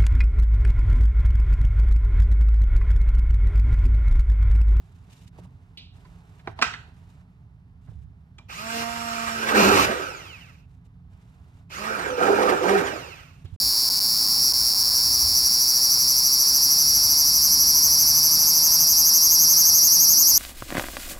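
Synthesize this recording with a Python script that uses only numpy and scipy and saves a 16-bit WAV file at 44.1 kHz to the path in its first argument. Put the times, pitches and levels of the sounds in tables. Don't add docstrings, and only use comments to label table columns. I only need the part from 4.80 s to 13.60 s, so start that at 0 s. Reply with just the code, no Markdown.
import sys
import numpy as np
from scipy import signal
from scipy.fft import rfft, irfft, next_fast_len
from scipy.io import wavfile
from scipy.ndimage import uniform_filter1d

SR = 44100
rng = np.random.default_rng(int(sys.argv[2]) if len(sys.argv) > 2 else 0)


def master_out(mix):
    frames = np.transpose(np.atleast_2d(mix))
    ceiling = np.clip(frames, -1, 1)
    pcm = np.round(ceiling * 32767).astype(np.int16)
    wavfile.write(sys.argv[1], SR, pcm)


def voltage_ratio(level):
    return 10 ** (np.asarray(level, float) / 20)


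N = 388080

# on_s, off_s, drag of the pulp [1/turn], spin_up_s
PRESSES = [
    (3.68, 5.08, .0064, .05),
    (6.892, 7.135, .0096, .044),
    (7.362, 7.69, .012, .04),
    (7.815, 7.945, .0112, .045),
]


def in_time(rows, outside=None):
    s, *columns = np.transpose(rows)
    return np.array([np.interp(np.arange(N) / SR, s, c, outside, outside) for c in columns])


def bursts(tables):
    return np.max([in_time(rows, outside=-200) for rows in tables], axis=0)


def holds(rows, rise_s, fall_s):
    step = 8
    t = np.arange(0, N, step) / SR
    start, length = np.array(rows)[:, :1], np.array(rows)[:, 1:2]
    rise = 1 + (t - start) / rise_s
    fall = 1 - (t - start - length) / fall_s
    shapes = np.clip(np.minimum(rise, fall), 0, 1)
    return np.repeat(shapes, step, axis=1)[:, :N]


def at_hz(points, hz):
    points = np.array(points)
    return np.interp(np.log(np.maximum(hz, 1)), np.log(points[:, 0] + 1e-9), points[:, 1])


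def rms_one(x):
    return x / np.sqrt(np.mean(x ** 2) + 1e-20)


def colour(x, points):
    size = next_fast_len(N)
    gain = voltage_ratio(at_hz(points, np.fft.rfftfreq(size, 1 / SR)))
    return rms_one(irfft(rfft(x, size) * gain, size)[..., :N])


def drift(rate):
    r = np.exp(-80 * np.pi * rate / SR)
    slow = signal.lfilter([1], [1, -2 * r, r * r], rng.standard_normal(N // 40 + 2002))[2000:]
    return np.interp(np.arange(N) / 40, np.arange(len(slow)), rms_one(slow))


def resonate(x, hz, width_hz):
    r = np.exp(-np.pi * width_hz / SR)
    poles = [1, -2 * r * np.cos(2 * np.pi * hz / SR), r * r]
    return signal.lfilter([(1 - r * r) / 2, 0, (r * r - 1) / 2], poles, x)


def body(x, peaks, patchy_db):
    total = 0
    for k, (hz, width_hz, level_db) in enumerate(peaks):
        flicker = voltage_ratio(level_db + patchy_db * drift(18.0))
        total = total + (-1) ** k * flicker * rms_one(resonate(x, hz, width_hz))
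    return rms_one(total)


def ports(x, lead):
    # hz, left minus right db
    port_tilt = [(60, -5.5), (110, -3.0), (200, -1), (380, -0.5), (700, -11), (1290, -8.5), (2380, -2),
                 (4400, -5.5), (8120, -3), (15000, -2)]
    size = next_fast_len(N + 64)
    hz = np.fft.rfftfreq(size, 1 / SR)
    tilt = voltage_ratio(at_hz(port_tilt, hz) / 2)
    late = np.exp(-2j * np.pi * hz * lead / SR)
    return irfft(rfft(x, size) * [tilt, late / tilt], size)[:, :N]


def kitchen(x):
    # hz, time to fall 60 dB [s]
    room_t60 = [(100, 0.33), (1000, 0.42), (4000, .4), (15000, 0.25)]
    t, white = np.arange(SR // 2) / SR, rng.standard_normal((2, SR // 2))
    tail = 0
    for hz in 100 * 2. ** np.arange(8):
        octave = signal.butter(2, [hz / 1.414, hz * 1.414], "band", fs=SR, output="sos")
        tail = tail + signal.sosfilt(octave, white) * voltage_ratio(-60 * t / at_hz(room_t60, hz))
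    tail = tail * np.clip(t / 0.0024, 0, 1) * voltage_ratio([[-2.5], [2.5]])
    return signal.fftconvolve(x[None], tail / np.sqrt(np.sum(tail ** 2) / 2), axes=1)[:, :N]


def background():
    # start_s, length_s, rustle_db, stirred_air_db
    moves = [(0, 0.29, -72, -63), (0.313, 0.13, -60, -61.5), (0.55, 0.089, -76, -57),
             (0.703, 0.34, -80, -65), (1.153, 0.46, -68.5, -59), (1.668, 0.036, -73, -50),
             (1.791, 0.02, -73, -44.5), (1.896, .2, -71.5, -56), (2.147, 0.25, -71.5, -61),
             (2.422, 0.21, -92.5, -69), (3.043, 0.17, -73, -72.5), (3.421, 0.19, -92, -86),
             (5.895, .06, -78.5, -86.5), (6.325, 0.49, -73, -63.5), (8.559, 0.214, -69, -64.5)]
    # start_s, rustle_db
    brushes = [
        (.33, -61),
        (.42, -63),
        (.478, -51.5),
        (.59, -53),
        (.645, -65),
        (1.254, -77),
        (2.3, -70),
        (6.057, -66.5),
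        (8.655, -60),
    ]
    # start_s, length_s, extra_rumble_db
    thuds = [
        (0.602, 0.079, 5),
        (1.693, 0.03, 3.5),
        (1.849, 0.076, 4),
        (3.089, 0.065, 3),
        (4.854, 0.17, 15.5),
        (7.5, 0.36, 2.5),
        (8.67, .1, 1.5),
    ]
    # hz, level_db (per Hz)
    rumble_colour, air_colour = [(15, -57.5), (25, -40), (38, -5), (65, -3.5), (87, -0.5), (145, -6.5),
                                 (178, -5), (210, -25), (257, -16), (296, -32), (330, -38.5), (430, -59.5),
                                 (730, -120)], [(160, -41), (280, -12), (315, -11), (433, -7.5),
                                                        (521, -18.5), (659, -12), (938, -12.5), (2250, -20),
                                                        (15500, -50)]
    rustle_colour = [(880, -41), (1500, -11), (2800, 0), (3340, -6), (3650, -1), (4310, -7), (7520, -7),
                     (15500, -21)]
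    still_air_db, still_rustle_db = -66, -90
    rustling, stirring = voltage_ratio(np.transpose(moves)[2:]) @ holds(moves, .035, .045)
    rustling = rustling + voltage_ratio(np.array(brushes)[:, 1]) @ holds([(s, 0) for s, _ in brushes], .015, .02)
    rumble_db = -44.5 + np.array(thuds)[:, 2] @ holds(thuds, .05, .12)
    white = rng.standard_normal((5, N))
    rumble = colour(ports(white[0], lead=6) + 0.1 * white[1:3], rumble_colour)
    air = colour(ports(white[3], lead=9) + .5 * white[1:3], air_colour)
    grains = voltage_ratio(2.8 * drift(40.0))
    rustle = colour((ports(white[4], lead=8.0) + 3.7 * white[2:0:-1]) * grains, rustle_colour)
    hiss = resonate(white[1:3], 13000, 5000)
    moving = np.hypot(voltage_ratio(still_air_db), stirring) * air + (voltage_ratio(still_rustle_db) + rustling) * rustle
    return voltage_ratio(rumble_db) * rumble + moving + voltage_ratio(-86) * hiss


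def nudges():
    # start_s, peak_db, pitch_hz, time to fall 60 dB [s]
    pushes = [
        (3.084, -28.5, 110, 0.087),
        (3.149, -36, 70, 0.5),
        (3.233, -44, 64.7, 0.36),
        (8.644, -20.5, 91, 0.049),
        (8.722, -24.5, 90.7, 0.1),
    ]
    out, t = np.zeros(N + SR), np.arange(SR // 4) / SR
    for s, peak_db, hz, t60 in pushes:
        swing = voltage_ratio(peak_db - 60 * t / t60) * np.minimum(t * hz * 1.05, 1) * np.sin(2 * np.pi * hz * t)
        out[round(s * SR):][:len(t)] -= swing
    return np.array([voltage_ratio(-4) * np.roll(out[:N], 40), voltage_ratio(9.0) * out[:N]])


def rings():
    # pitch_hz, level_db, time to fall 60 dB [s]
    strikes = [
        ((0.9718, -47), [(2455, -6, 0.2), (3040, -5, .25), (3605, 10, 0.04), (3870, -3, 0.12), (4040, -8, .2)]),
        ((3.584, -44), [(2380, 5, 0.07), (2275, 1, .04), (1297, -1, 0.053), (3920, -12, 0.022)]),
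        ((1.249, -50), [(1010, 1.5, 0.093), (4650, -6, .05)]),
    ]
    out, t = np.zeros(N + SR), np.arange(SR // 2) / SR
    for (s, level_db), modes in strikes:
        for hz, mode_db, t60 in modes:
            fade = voltage_ratio(level_db + mode_db - 60 * t / t60) * np.minimum(t / 0.0032, 1)
            out[round(s * SR):][:len(t)] += fade * np.sin(2 * np.pi * hz * t)
    return out[:N]


def knocks():
    # start_s, peak_db, pitch_hz, time to fall 60 dB [s], hardness_db
    contacts = [(0.585, -37, 714, 0.046, -12), (0.646, -46.5, 910, 0.1, -6), (1.251, -43, 1700, 0.06, 1),
                (1.592, -43, 2240, 0.06, 6), (1.6727, -19, 1850, 0.046, -2.5),
                (1.6726, -18, 920, 0.089, -4.5), (1.789, -19, 930, 0.062, 4.5),
                (1.937, -19.5, 1732, 0.061, 8.5), (3.081, -48.5, 903, 0.048, -12.5),
                (3.115, -55, 720, 0.034, -17), (3.071, -49.5, 1510, 0.19, -3), (3.1, -60, 3010, .15, -2.5),
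                (3.584, -52, 4300, 0.029, -16), (3.585, -42, 895, 0.14, 2.5), (3.582, -43, 6600, 0.038, 18),
                (3.699, -33, 2300, 0.046, 2), (3.694, -35, 730, 0.19, 7), (6.901, -44.5, 760, .2, -8),
                (5.908, -68, 872, 0.051, -7), (6.058, -62, 1173, 0.028, -14.5),
                (6.769, -55.5, 1272, 0.042, -6), (6.904, -46, 2600, 0.055, 9),
                (8.646, -46, 1434, 0.048, -17), (8.653, -42.5, 3170, 0.21, 2),
                (0.973, -49, 11000, 0.057, -7.5), (0.973, -48, 6600, 0.054, -3)]
    clinks = [
        (0.9727, -22.5, 3520, 0.35, -10),
    ]
    soft_below_db, hard_rise_s, soft_rise_s = -38, .0012, .006
    out, t = np.zeros(N + SR), np.arange(SR // 4) / SR
    for parts_db, (s, peak_db, hz, t60, hard_db) in [(-8, k) for k in contacts] + [(-37, k) for k in clinks]:
        rise = np.minimum(t / (soft_rise_s if peak_db < soft_below_db else hard_rise_s), 1)
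        fade = (1 + 0.93 * voltage_ratio(-60 * t / 0.025)) * voltage_ratio(-60 * t / np.clip(t60, .005, .4))
        burst = rng.standard_normal((3, len(t))) * rise * fade
        levels = voltage_ratio(peak_db - 4.0 + np.array([0, parts_db + hard_db, parts_db - hard_db]))
        bands = [(hz * .7, hz * 1.25), (1300, 4500), (90, 450)]
        for level, band, noise in zip(levels, bands, burst):
            part = signal.sosfilt(signal.butter(3, band, "band", fs=SR, output="sos"), noise)
            out[round(s * SR):][:len(t)] += level * part / np.abs(part).max()
    return out[:N]


def knife():
    # time after landing [s], level_db
    bounces = [
        (0, -1.5),
        (.0045, -8),
        (.007, -9.5),
    ]
    # pitch_hz, width_hz, level_db
    board = [(238, 60, -28), (890, 470, -6.5), (1390, 390, -1), (2080, 740, 1), (2600, 260, -2.5),
             (4700, 1100, -3.5), (8750, 1600, -24.5)]
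    landing_s, skid_s = 1.824, .0095
    t = np.arange(SR // 4) / SR - skid_s
    after = np.maximum(t, 0)
    rattling = .045 * voltage_ratio(-60 * after / .04) + .013 * voltage_ratio(-60 * after / .3)
    chatter = rng.standard_normal(len(t)) * np.where(t < 0, .017, rattling)
    for s, level_db in bounces:
        chatter[np.argmax(t >= s)] = voltage_ratio(level_db)
    crash = 0
    for k, (hz, width_hz, level_db) in enumerate(board):
        crash = crash + (-1) ** k * voltage_ratio(level_db) * resonate(chatter, hz, width_hz) * 1000 / width_hz
    crash = signal.sosfilt(signal.butter(2, 9500, fs=SR, output="sos"), crash)
    out = np.zeros(N)
    out[round((landing_s + t[0]) * SR):][:len(t)] = -voltage_ratio(3) * crash / crash[np.abs(crash).argmax()]
    return out


def switch():
    return holds([(on + .012, off - on - .012) for on, off, *_ in PRESSES], .012, .02)


def latest_press():
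    return np.maximum(np.searchsorted(np.array(PRESSES)[:, 0], np.arange(N) / SR) - 1, 0)


def shaft():
    # time_s, speed [turns/s]
    loaded = [
        [(3.69, 230), (4.1, 233), (4.6, 226), (4.72, 216), (4.79, 203), (5.1, 204)],
        [(7.1, 223), (7.45, 205), (7.68, 208), (7.85, 205)],
    ]
    friction, drag = 120, 1.
    step = 32
    powered = switch().max(axis=0)[::step] > .3
    goals = in_time(np.vstack(loaded))[0, ::step]
    feel = np.array(PRESSES)[latest_press()[::step], 2:]
    speed, now = [], 0.
    for on, goal, (thick, spin_up_s) in zip(powered, goals, feel):
        gain = (goal - now) / spin_up_s if on else -friction - drag * now - thick * now ** 2
        now = max(now + step / SR * gain, 1.)
        speed.append(now)
    return np.interp(np.arange(N) / step, np.arange(len(speed)), speed)


def efforts(speed):
    # start_s, length_s, extra_hiss_db, extra_hum_db, extra_rattle_db
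    leans = [
        (3.95, 0.078, 6.5, 2.5, -3),
        (4.314, 0.96, 2.5, 1.5, 4.5),
        (4.698, 0.022, 7.5, -2, 12.5),
        (4.783, 0.11, 18, 27, 13.5),
        (4.921, 0.13, 16.5, 8, 11),
        (7.068, 0.24, 0, -3, 6.5),
        (7.422, 1, 2.5, 2.5, -2),
        (7.88, 0.13, 3.5, 16.5, 1.5),
    ]
    # time_s, level_db
    depth = [
        [(4.55, -44), (4.68, -31.5), (4.76, -16.5), (4.9, -17.5), (5.03, -25), (5.16, -27), (5.5, -42),
         (5.6, -59)],
        [(6.9, -50.5), (7.18, -32), (7.32, -25.5), (7.37, -29), (7.42, -19.5), (7.75, -21), (7.9, -20),
         (8.1, -24), (8.45, -40)],
    ]
    # time_s, extra_db
    lumps = [
        (4.919, 3.5),
        (7.488, -1.5),
        (7.956, 2.5),
    ]
    # once_a_turn_hum_db, overtones_db
    grips = [
        (-42.5, -40),
        (-38.5, -35.5),
        (-35, -32),
        (-39.5, -18.5),
    ]
    stall, rated = 5, 220
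    hiss_power, rattle_power, once_power, overtone_power, churn_power = 0.96, 1.6, 4.6, 11, 1.31
    pace = np.maximum(speed - stall, .01) / (rated - stall)
    leaning = np.transpose(leans)[2:, :, None] * holds(leans, .071, .021)
    extra_hiss, extra_hum, extra_rattle = np.max(leaning, axis=1)
    lump_db = np.array(lumps)[:, 1] @ holds([(s, 0) for s, _ in lumps], .0098, .0098)
    pulp = voltage_ratio(bursts(depth)[0] + lump_db) * pace ** churn_power
    once_db, over_db = np.array(grips)[latest_press()].T
    sparks = voltage_ratio(-61) * switch().max(axis=0)
    hiss = voltage_ratio(extra_hiss) * (voltage_ratio(-42.5) * pace ** hiss_power + sparks)
    rattle = voltage_ratio(-34.5 + extra_rattle) * pace ** rattle_power + voltage_ratio(-3.5) * pulp
    once = voltage_ratio(once_db + extra_hum) * pace ** once_power
    over = voltage_ratio(over_db) * pace ** overtone_power / (1 + pulp / voltage_ratio(-33))
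    wake_db = np.clip(4 * (extra_hiss - 3), 0, 22)
    twice = voltage_ratio(once_db - 10 + wake_db) * pace ** once_power
    return 20 * np.log10(np.array([hiss, rattle, once, over, twice, pulp]) + 1e-12)


def gulps():
    # start_s, peak_db, pitch_hz, time to fall 60 dB [s]
    throws = [(4.7, -24.5, 1282, .12), (4.754, -13, 396.4, .2), (4.794, -18.5, 1410, .2),
              (4.822, -10.5, 200, 0.28), (4.823, -16, 650, 0.034), (4.852, -9.5, 389.7, .15),
              (4.885, -19.5, 390, .1), (4.916, -9.5, 396.8, 0.17), (4.939, -14.5, 299, 0.22),
              (4.96, -13.5, 379, .1), (5.092, -18.5, 220, 0.118), (5.155, -28, 506, .2),
              (7.264, -17.5, 407, .1), (7.292, -20, 497.7, 0.33), (7.325, -20.5, 497, 0.22),
              (7.41, -17, 501, 0.25), (7.61, -24, 533, 0.13), (7.69, -18, 496, 0.19), (7.84, -25, 501, .15),
              (4.87, -19, 290, 0.21), (4.975, -15, 287.7, 0.16), (7.378, -16.5, 474.5, .2),
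              (7.435, -23.5, 787, 0.27), (7.45, -17, 462, 0.16), (7.478, -11, 792, 0.11),
              (7.484, -11, 401, 0.29), (7.482, -11.5, 492, 0.13), (7.52, -26.5, 432, 0.106),
              (7.575, -20, 399.6, 0.25), (7.585, -13.5, 508, 0.14), (7.641, -12, 407, 0.13),
              (7.643, -15.5, 525, 0.16), (7.665, -19, 794, 0.087), (7.67, -11.5, 1200, 0.14),
              (7.72, -17, 750, 0.103), (7.722, -12, 376, 0.075), (7.81, -13, 497, .15),
              (7.867, -20.5, 556, 0.121), (7.89, -20, 760, 0.16), (7.912, -11.5, 404, 0.16),
              (7.955, -17, 760, .1), (7.964, -20.5, 404, 0.25)]
    # time_s, pitch_hz, level_db
    funnel_path = [
        (5.04, 1270, -50),
        (5.1, 1300, -35),
        (5.15, 1330, -34),
        (5.2, 1440, -40),
        (5.3, 1520, -44),
        (5.36, 1540, -65),
    ]
    out, t = np.zeros(N + SR), np.arange(SR // 4) / SR
    for (s, peak_db, hz, t60), turn in zip(throws, rng.random(len(throws))):
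        fade = voltage_ratio(peak_db - 60 * t / t60) * np.minimum(t / .0041, 1)
        out[round(s * SR):][:len(t)] += fade * np.sin(2 * np.pi * (hz * t + turn))
    hz, level_db = in_time(funnel_path, outside=-200)
    phase = np.cumsum(hz) / SR + .08 * drift(30.0)
    funnel = voltage_ratio(level_db + 2.5 * drift(25.0)) * np.sin(2 * np.pi * phase)
    return out[:N] * voltage_ratio(drift(76.0)) + funnel


def churn(turns, pulp_db):
    # pitch_hz, width_hz, level_db
    cavity = [(285, 80, -5.5), (390, 60, -2), (495, 100, -1), (620, 120, -4), (790, 130, -5),
              (1000, 170, -8)]
    passes = np.diff(np.floor(2 * turns + .22 * drift(80.0)), prepend=0) > 0
    pattern = voltage_ratio(3.5 * np.cos(2 * np.pi * turns) + 4 * np.cos(np.pi * turns))
    slaps = passes * pattern * voltage_ratio(3.6 * rng.standard_normal(N))
    slosh = rng.standard_normal(N) * voltage_ratio(2.5 * drift(30))
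    return voltage_ratio(pulp_db) * body(rms_one(slaps) + 1.89 * slosh, cavity, patchy_db=2.5)


def motor_hum(turns, once_db, over_db, twice_db):
    hum_orders = [(1, 5), (2, -8.5), (3, 11), (4, 8), (5, 8), (6, 2), (7, -4), (8, -1), (9, -8), (10, -10),
                  (11, -6), (12, -10), (13, -7), (14, -8), (15, -10)]
    wobble = turns + .005 * drift(40)
    flutter = voltage_ratio(1.3 * drift(8))
    lines = []
    for k, level_db in hum_orders:
        tone = np.sin(2 * np.pi * (k * wobble + rng.random()))
        lines.append(voltage_ratio(level_db) * np.roll(flutter, round(k * SR / 3)) * tone)
    low = voltage_ratio(once_db) * rms_one(lines[0]) + voltage_ratio(twice_db) * rms_one(lines[1])
    return low + voltage_ratio(over_db) * rms_one(sum(lines[2:]))


def motor_whine(slots, speed, hiss_db):
    slot_orders = [(6, 4, 7, 0), (12, -9, 13, 9), (18, -25, 0, 26), (20, -25, 0, 25), (24, 2, 1, 6),
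                   (29, -25, 0, 22), (32, -25, 0, 32), (34, -25, 0, 30), (36, -2, 1, 10), (42, -25, 0, 25),
                   (48, 3, -6, -1), (49, -25, 0, 24), (72, -2, -10, 0), (96, -9, -10, 0),
                   (120, -12, -10, 0)]
    # hz, level_db
    casing = [(500, -30), (1000, -16), (1300, -2), (1550, -9), (2000, 0), (2300, 7), (2700, 11), (3100, 3),
              (3600, -4), (4300, -4), (4900, 1), (5700, -1), (6800, 4), (7600, -3), (8400, -2), (11000, -3),
              (15000, -16)]
    # speed [turns/s], level_db
    whine_level = [(11, -68), (30, -60), (60, -58), (110, -55), (170, -54), (205, -57), (233, -59)]
    bead_db, powered = 3.3 * drift(25), switch().max(axis=0)
    free = np.clip((speed - 216) / (228 - 216), 0, 1)
    surge = np.clip(uniform_filter1d(np.gradient(speed), 512) * SR / 600, 0, 1)
    whine = 0
    for k, level_db, lift_db, free_db in slot_orders:
        line_db = level_db + lift_db * surge + free_db * free + at_hz(casing, k * speed)
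        level = voltage_ratio(line_db + np.roll(bead_db, k * 1000)) * (k * speed < SR / 3)
        whine = whine + level * np.sin(2 * np.pi * k * slots)
    whine = whine + 5 * resonate(rng.standard_normal(N), 2600, 200)
    running = np.clip((hiss_db + 98) / 15, 0, 1)
    return voltage_ratio(at_hz(whine_level, speed) + 3 * powered) * running * whine


def motor(turns, hiss_db, rattle_db, once_db, over_db, twice_db):
    # hz, level_db (per Hz)
    hiss_colour = [(250, -8), (500, -9), (1000, -6.5), (2700, 2), (3300, -10.5), (4300, -8), (6500, -12),
                   (8500, -19.5), (11000, -22), (13800, -19), (15500, -23)]
    # pitch_hz, width_hz, level_db
    shell = [(1200, 250, 4.5), (1346, 280, 7.5), (1614, 400, 1.5), (2398, 110, -7.5), (2700, 430, -24)]
    hum = motor_hum(turns, once_db, over_db, twice_db)
    slots = turns + .002 * drift(50)
    whine = motor_whine(slots, np.gradient(turns) * SR, hiss_db)
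    beat = voltage_ratio(1.4 * np.cos(2 * np.pi * turns) + 0.52 * drift(27.0))
    scratch = rng.standard_normal(128)[(slots % 1 * 128).astype(int)]
    rubbing = rng.standard_normal((3, N)) * beat + .85 * scratch * [[1], [.8], [-.2]]
    hiss = colour(rubbing, hiss_colour) * voltage_ratio(hiss_db)
    rattle = body(rng.standard_normal(N) * beat, shell, patchy_db=2.5)
    return hum + voltage_ratio(rattle_db - 1.0) * rattle + hiss[0], whine, hiss[1:]


def scene():
    swing_db = [0, 1.5, 1.5, 2]
    speed = shaft()
    turns = np.cumsum(speed) / SR
    *motor_db, pulp_db = efforts(speed)
    housing, whine, scattered = motor(turns, *motor_db)
    blender = housing + churn(turns, pulp_db) + gulps()
    small, blow = knocks() + rings(), knife()
    wet = kitchen(voltage_ratio(-3.5) * blender + voltage_ratio(-14.5) * whine + voltage_ratio(-10.5) * small + voltage_ratio(-6.0) * blow)
    wet = signal.sosfilt(signal.butter(3, 330, "high", fs=SR, output="sos"), wet)
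    scattered = scattered - resonate(scattered, 760, 2600)
    singing = ports(whine, lead=19) * [[1.], [2.1]]
    on_board = ports(small + blow, lead=4.5)
    held_db = uniform_filter1d(np.array(swing_db, float)[latest_press()], size=2048)
    swing = voltage_ratio(held_db * [[-.5], [.5]])
    direct = voltage_ratio(0.5) * ports(blender, lead=16.1) + singing + voltage_ratio([[7.5], [11.5]]) * scattered
    return swing * direct + on_board + wet + nudges() + background()


def top_cut(x):
    return signal.sosfilt(signal.butter(12, 15810, fs=SR, output="sos"), x)


def record(dry):
    dry = signal.sosfilt(signal.butter(3, 42, "high", fs=SR, output="sos"), dry)
    dry = signal.sosfilt(signal.cheby2(10, 60, 16500, fs=SR, output="sos"), dry)
    end_s = 8.763
    stop = np.clip((end_s - np.arange(N) / SR) / .001, 0, 1)
    return top_cut(np.tanh(dry / 1.891) * 1.204 * stop)


dry = scene()
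out = record(dry)
master_out(out)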